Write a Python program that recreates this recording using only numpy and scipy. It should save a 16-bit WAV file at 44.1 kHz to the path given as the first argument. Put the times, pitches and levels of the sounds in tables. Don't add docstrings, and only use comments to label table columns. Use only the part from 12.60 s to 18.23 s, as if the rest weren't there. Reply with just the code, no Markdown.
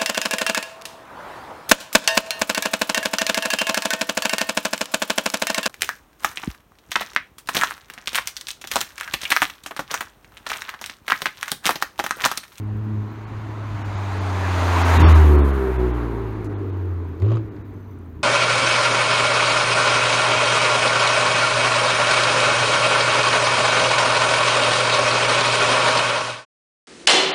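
import sys
import numpy as np
from scipy import signal
from scipy.fft import rfft, irfft
from scipy.io import wavfile
from scipy.ndimage import uniform_filter1d

SR = 44100
rng = np.random.default_rng(int(sys.argv[2]) if len(sys.argv) > 2 else 0)


def voltage_ratio(decibels):
    exponent = np.asarray(decibels, float) / 20
    return 10 ** exponent


def wrap_up_sound(samples):
    columns = np.atleast_2d(samples).T
    tamed = np.clip(columns, -1, 1)
    steps = np.round(tamed * 32767).astype(np.int16)
    wavfile.write(sys.argv[1], SR, steps)


N = 248283
T = np.arange(N) / SR

# (time [s], pulse rate as heard [Hz], boom level [dB])
COAST = [(0, 104.1, -25.5), (.1, 104.9, -22), (.28, 107.5, -22), (.39, 104, -19), (.52, 107.3, -30.5),
         (.9, 107.2, -26), (1.24, 101.6, -25), (1.9, 91, -21), (2.27, 85.06, -18), (2.5, 80, -9.5),
         (2.79, 71.6, -12.5), (3.06, 64.9, -25), (3.21, 62.24, -18.5), (3.4, 59.17, -22),
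         (3.75, 53.03, -26.5), (4.33, 44.39, -23.5), (4.53, 42.25, -32)]
# (time [s], pulse rate as heard [Hz], boom level [dB])
DOWNSHIFT = [
    (4.595, 42.6, -38),
    (4.63, 46.66, -12.5),
    (4.672, 53.67, -11),
    (4.751, 56.82, -10),
    (4.91, 51.28, -36),
    (5.02, 48.92, -35.5),
    (5.298, 48.06, -35),
    (5.578, 38.77, -41.5),
]
# (frequency [Hz], gain [dB])
MUFFLER = [(30, -42.5), (46, -37.5), (54, -8.5), (62, -1.5), (80, 2.5), (105, -3.5), (125, -11.5),
           (160, -17.5), (240, -19.5)]
# (frequency [Hz], gain [dB])
TAILPIPE_FLOOR = [(110, -20), (150, -16), (190, -12), (230, -12), (270, -20), (440, -17), (490, -18),
                  (540, -24), (900, -34)]
# (frequency [Hz], level [dB])
FLOW = [(110, -22), (170, -14), (240, -9), (310, -1), (345, -4), (395, 0), (435, -6), (480, -16),
        (700, -26), (1500, -60)]
# (time [s], half length [s], rasp level [dB], upper mode level [dB])
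RASP_SWELLS = [(.95, .2, 4, 8), (1.6, .15, 3, -10), (2.45, .08, 3, -4), (2.73, .11, 5, 12),
               (2.93, .05, -4, -2), (3.06, .06, 4, 12), (3.155, .025, -8, -2), (3.23, .06, 6, 12),
               (3.54, .12, 2, 15), (4.0, .22, 3, 8), (4.93, .07, 4, 8)]
# (frequency [Hz], density [dB per Hz])
ROAR = [(260, -25.5), (450, -10), (620, -1.5), (800, -0.5), (980, 3), (1200, -0.5), (1500, -4), (1900, -9),
        (2500, -14), (3400, -18.5), (4600, -27), (6200, -29), (9000, -40), (16500, -54.5)]
# (time [s], half length [s], level [dB])
ROAR_ECHOES = [
    (1.45, .2, 1),
    (2.47, 0.098, 2.5),
    (3.42, 0.29, 2.5),
]
# (frequency [Hz], density [dB per Hz])
RUMBLE = [(20, -32), (35, -27.5), (60, 30.5), (100, 26), (140, 18.5), (200, 15), (300, 21.5), (500, -72),
          (1200, -74)]
# (time [s], half length [s], level [dB])
GUSTS = [
    (.89, 0.063, 4),
    (1.04, 0.079, 5),
    (1.2, 0.13, 7),
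    (2.43, 0.12, 19.5),
    (4.62, 0.11, 5),
    (4.98, 0.049, 7.5),
]
# (centre frequency [Hz], width [Hz], rate [ticks per s], level [dB])
INSECTS = [
    (12800, 920, 50, -78.5),
    (15000, 1600, 70, -76.5),
    (13800, 900, 25, -90),
    (8700, 2200, 12, -85.5),
]
# (time [s], frequency [Hz], level [dB])
TRILL = [
    (5.1, 6250, -95),
    (5.14, 6220, -79),
    (5.3, 6100, -77),
    (5.42, 5950, -84),
    (5.5, 5900, -97),
]
# (time [s], level [dB], centre frequency [Hz], width [Hz], 60 dB decay time [s])
CRACKS = [
    (3.844, -53.5, 5906, 7123, 0.15),
    (4.6, -53.5, 4560, 4015, .03),
    (4.62, -37, 1197, 1980, 0.037),
    (4.759, -51, 6900, 2470, 0.01),
    (4.964, -50, 1730, 2000, 0.043),
]
# (centre of first gap [s], overlapping gaps, lost above [Hz], band that survives [Hz])
DROPOUTS = [(.66, 1, 4900, 0), (1.237, 1, 3900, 5500), (1.365, 1, 7400, 0), (1.597, 1, 7400, 0),
            (2.239, 1, 7000, 5300), (2.387, 1, 3900, 0), (2.429, 3, 4700, 5450), (2.538, 1, 4200, 0),
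            (2.772, 1, 4500, 0), (2.812, 2, 4300, 8700), (2.922, 1, 4200, 6500), (3.18, 1, 3900, 0),
            (3.327, 1, 3900, 0), (3.884, 1, 2500, 6000), (3.947, 2, 4200, 6300), (4.117, 1, 4800, 6500),
            (4.903, 1, 3900, 15000), (5.034, 1, 3900, 15000)]

PASS_S, SPEED_M_S, GAP_M = 2.298, 11.24, 2.75
TURN_S, TURN_TAKES_S = 2.66, 0.21
LIFT_S, LIFT_TAKES_S = 0.6, 0.15
BLIP_S, BLIP_RISE_S, BLIP_HOLD_S, BLIP_FALL_S = 4.6, 0.025, 0.14, 0.14


def evened(x):
    return x / np.sqrt(np.mean(x ** 2) + 1e-20)


def curves(rows):
    s, *columns = np.transpose(rows)
    return [np.interp(T, s, c) for c in columns]


def bumps(rows):
    s, half_s, *columns = np.transpose(rows)
    bells = np.exp(-((T[:, None] - s) / half_s) ** 2)
    return [bells @ db for db in columns]


def step(s, takes_s):
    return 0.5 + 0.5 * np.tanh((T - s) / takes_s)


def wander(seconds):
    width = int(seconds * SR)
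    smooth = uniform_filter1d(rng.standard_normal(N), width)
    return evened(uniform_filter1d(smooth, width))


def colour(points, hz):
    f, db = np.transpose(points)
    return np.interp(np.log(hz + 1), np.log(f), db, left=-90, right=-90)


def band(x, hz, width):
    turn = np.exp(2j * np.pi * np.cumsum(hz * np.ones(len(x))) / SR)
    r = np.exp(-np.pi * width / SR)
    smooth = signal.lfilter([(1 - r) ** 2], [1, -2 * r, r * r], x / turn)
    return 2 * (turn * smooth).real


def noise(points, patchy_db, tilt_db=None):
    frames, hz = N // 256 + 5, np.fft.rfftfreq(1024, 1 / SR)
    a, b, patches = rng.standard_normal((frames, 513, 3)).T
    patches = uniform_filter1d(patches, 10, axis=0)
    patches = evened(uniform_filter1d(patches, 12, axis=1))
    level_db = colour(points, hz)[:, None] + patchy_db * patches
    if tilt_db is not None:
        share = np.clip(np.log(hz / 1500 + 1e-9) / np.log(4), 0, 1.3)
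        frame_starts = np.minimum(np.arange(frames) * 256, N - 1)
        level_db = level_db + share[:, None] * tilt_db[frame_starts]
    spectrum = (a + 1j * b) * voltage_ratio(level_db)
    return evened(signal.istft(spectrum, nperseg=1024, noverlap=768)[1][:N])


def beyond_m():
    return np.hypot(SPEED_M_S * (T - PASS_S), GAP_M) - GAP_M


def loss_db():
    ground_db_per_m = 0.33
    return 20 * np.log10(1 + beyond_m() / GAP_M) + ground_db_per_m * beyond_m()


def blip():
    times = np.cumsum([BLIP_S, BLIP_RISE_S, BLIP_HOLD_S, BLIP_FALL_S])
    return np.interp(T, times, [0, 1, 1, 0])


def mode(hz, centre_hz):
    return 1 / (1 + (2 * (hz - centre_hz) / 54) ** 2) ** 1.5


def tailpipe():
    rear = step(TURN_S, TURN_TAKES_S)
    early = 1 - step(LIFT_S, LIFT_TAKES_S)
    load = early + blip()
    gone_s = np.maximum(T - TURN_S, 0)
    swell_db, upper_swell_db = bumps(RASP_SWELLS)

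    front_db, rear_db = -28, -12.5
    rasp_db = front_db + rear * (rear_db - front_db) - loss_db() + swell_db + 12 * early + 11 * blip()

    front_hz, rear_hz, load_hz, sag_hz_per_s = 288, 302.3, 27, 127
    cooling_s = np.maximum(T - BLIP_S - BLIP_HOLD_S - BLIP_FALL_S, 0)
    lower_hz = front_hz + rear * (rear_hz - front_hz) + load_hz * load - sag_hz_per_s * cooling_s

    upper_front_db, upper_rear_db, fade_db_per_s, load_db = -14, 10, 11.5, 19
    upper_db = (upper_front_db + rear * (upper_rear_db - upper_front_db) - fade_db_per_s * gone_s
                + load_db * load + upper_swell_db)

    clean_front, clean_rear, clean_far, clean_fade_s, clean_load = 0.3, 0.95, 0.5, 1.1, 0.38
    behind = clean_far + (clean_rear - clean_far) * np.exp(-(gone_s / clean_fade_s) ** 2)
    clean = np.clip(clean_front + rear * (behind - clean_front) + clean_load * load, 0, 1)
    return rasp_db, lower_hz, upper_db, clean


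def boom(hz, boom_db, turns):
    first_db = boom_db + colour(MUFFLER, hz) - 30 * step(BLIP_S, BLIP_RISE_S)
    load_db = 6.5 * (1 - step(LIFT_S, LIFT_TAKES_S))
    front_db = (-3 + 2.5 * wander(0.043)) * (1 - step(TURN_S, TURN_TAKES_S))
    second_db = boom_db + colour(MUFFLER, 2 * hz) + load_db + front_db
    first = voltage_ratio(first_db) * np.cos(2 * np.pi * turns)
    second = voltage_ratio(second_db) * np.cos(4 * np.pi * turns)
    return np.sqrt(2) * (first - second)


def rasp(hz, turns):
    rasp_db, lower_hz, upper_db, clean = tailpipe()
    upper_hz = 379.3
    orders, power = np.zeros(N), np.zeros(N)
    for k in range(3, 16):
        modes = mode(k * hz, lower_hz) + voltage_ratio(upper_db) * mode(k * hz, upper_hz)
        between = voltage_ratio(colour(TAILPIPE_FLOOR, k * hz) + 0.8 * np.maximum(upper_db, 0))
        paired = voltage_ratio(-6 * (k % 2) * (T > 4.6) * (T < 4.9))
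        gain = (modes + between) * paired * voltage_ratio(1.3 * wander(0.12))
        orders += gain * np.cos(2 * np.pi * k * (turns + 0.5) + 2 + 0.4 * wander(0.2))
        power += gain ** 2 / 2
    flow = noise(FLOW, patchy_db=1.5) * (1 + 0.48 * np.cos(2 * np.pi * turns))
    return voltage_ratio(rasp_db) * (np.sqrt(clean) * orders / np.sqrt(power) + np.sqrt(1 - clean) * flow)


def exhaust():
    hz, boom_db = curves(COAST + DOWNSHIFT)
    turns = np.cumsum(hz * (1 + 0.00339 * wander(0.0307))) / SR
    return boom(hz, boom_db, turns) + rasp(hz, turns) + crackle(turns)


def road():
    rear = step(TURN_S, TURN_TAKES_S)
    front_treble_db = -7.5 - 0.2543 * beyond_m()
    rear_treble_db = -19.5 + 0.17 * beyond_m()
    treble_db = (1 - rear) * front_treble_db + rear * rear_treble_db
    roar = noise(ROAR, patchy_db=0.83, tilt_db=treble_db + 14.0)
    roar = roar / np.sqrt(uniform_filter1d(band(roar, 914, 3270) ** 2, 11000))
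    roar_db = -20.5 - loss_db() + bumps(ROAR_ECHOES)[0] + 0.29 * wander(0.0037)

    wake_s, rise_db_per_s, fall_db_per_s = 2.375, 36, 18.5
    wake_db = -42.5 - np.maximum(rise_db_per_s * (wake_s - T), fall_db_per_s * (T - wake_s))
    wake = voltage_ratio(wake_db + 0.99 * wander(0.0062)) * band(rng.standard_normal(N), 11180, 12000)

    rumble_db = -40 - 0.2 * T + bumps(GUSTS)[0]
    rumble = voltage_ratio(rumble_db) * noise(RUMBLE, patchy_db=2.5)
    return voltage_ratio(roar_db) * roar + wake + rumble


def weeds():
    out = voltage_ratio(-76) * rng.standard_normal(N)
    for hz, width, per_s, db in INSECTS:
        beats = np.cumsum(per_s * voltage_ratio(4 * wander(0.03))) / SR
        ticks = np.diff(np.floor(beats), prepend=0) * voltage_ratio(3 * rng.standard_normal(N))
        bursts = signal.oaconvolve(ticks, np.hanning(220))[:N] * rng.standard_normal(N)
        out += voltage_ratio(db) * evened(band(bursts, hz, width))
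    hz, db = curves(TRILL)
    throb = 0.25 + np.maximum(np.cos(2 * np.pi * 48 * T), 0)
    return out + voltage_ratio(db) * evened(throb * band(rng.standard_normal(N), hz, 250))


def cracks():
    out = np.zeros(N)
    for s, db, hz, width, t60 in CRACKS:
        fade = (T > s) * voltage_ratio(db - 60 * np.abs(T - s) / t60)
        out += fade * evened(band(rng.standard_normal(N), hz, width))
    return out


def crackle(turns):
    lag = turns - np.interp(4.7175, T, turns)
    gate = np.exp(-(lag % 1) / 0.07) + 0.8 * np.exp(-((lag - 0.4) % 1) / 0.07) + 0.3
    gate = uniform_filter1d(gate, size=20) * voltage_ratio(2.2 * wander(0.0047))
    spit = np.zeros(N)
    for hz, width, db in [(522, 130, 1.0), (1100, 290, -2.0), (2800, 1800, -9.5), (6040, 3500, -18.5)]:
        spit += voltage_ratio(db) * evened(band(rng.standard_normal(N), hz, width))
    smooth = band(gate * spit, 1500, 6200)
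    peak_s, ends_s, swell_db_per_s, dies_db_per_s = 4.715, 4.775, 75, 330
    level_db = -33.5 - swell_db_per_s * abs(T - peak_s) - dies_db_per_s * np.maximum(T - ends_s, 0)
    return voltage_ratio(level_db) * evened(smooth) * step(BLIP_S + BLIP_RISE_S / 2, BLIP_RISE_S / 2)


def scene():
    return (exhaust() + road() + weeds() + cracks())[None]


def housing_echo(x):
    treble = signal.sosfilt(signal.butter(2, 2500, "high", fs=SR, output="sos"), x)
    return x - 0.22 * np.roll(treble, shift=17)


def treble_dropouts(heard):
    x, hz = heard.copy(), np.fft.rfftfreq(4096, 1 / SR)
    for s, count, cut_hz, kept_hz in DROPOUTS:
        start = round(s * SR) - 1024
        stray = np.repeat(rng.random(147) < 0.6, 14)[:len(hz)]
        near_cut = hz > 0.7 * cut_hz
        lost = ((hz > cut_hz) | near_cut & stray) & (abs(hz - kept_hz) > 100)
        ringing = ~lost & near_cut
        missing = np.zeros(4096)
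        for k in range(count):
            missing[1024 * k:2048 + 1024 * k] += np.hanning(2048)
        gap = 1 - np.sqrt(np.clip(1 - missing, 0, 1))
        removed = irfft(rfft(heard[start:start + 4096]) * (lost - 0.7 * ringing))
        x[start:start + 4096] -= gap * removed
    return x


def roll_off(x):
    return signal.sosfilt(signal.butter(12, 16090, fs=SR, output="sos"), x)


def record(dry):
    x = treble_dropouts(housing_echo(dry[0]))
    mix = x * np.minimum((T[-1] - T) / 0.004, 1)
    return roll_off(mix[None])


dry = scene()
out = record(dry)
wrap_up_sound(out)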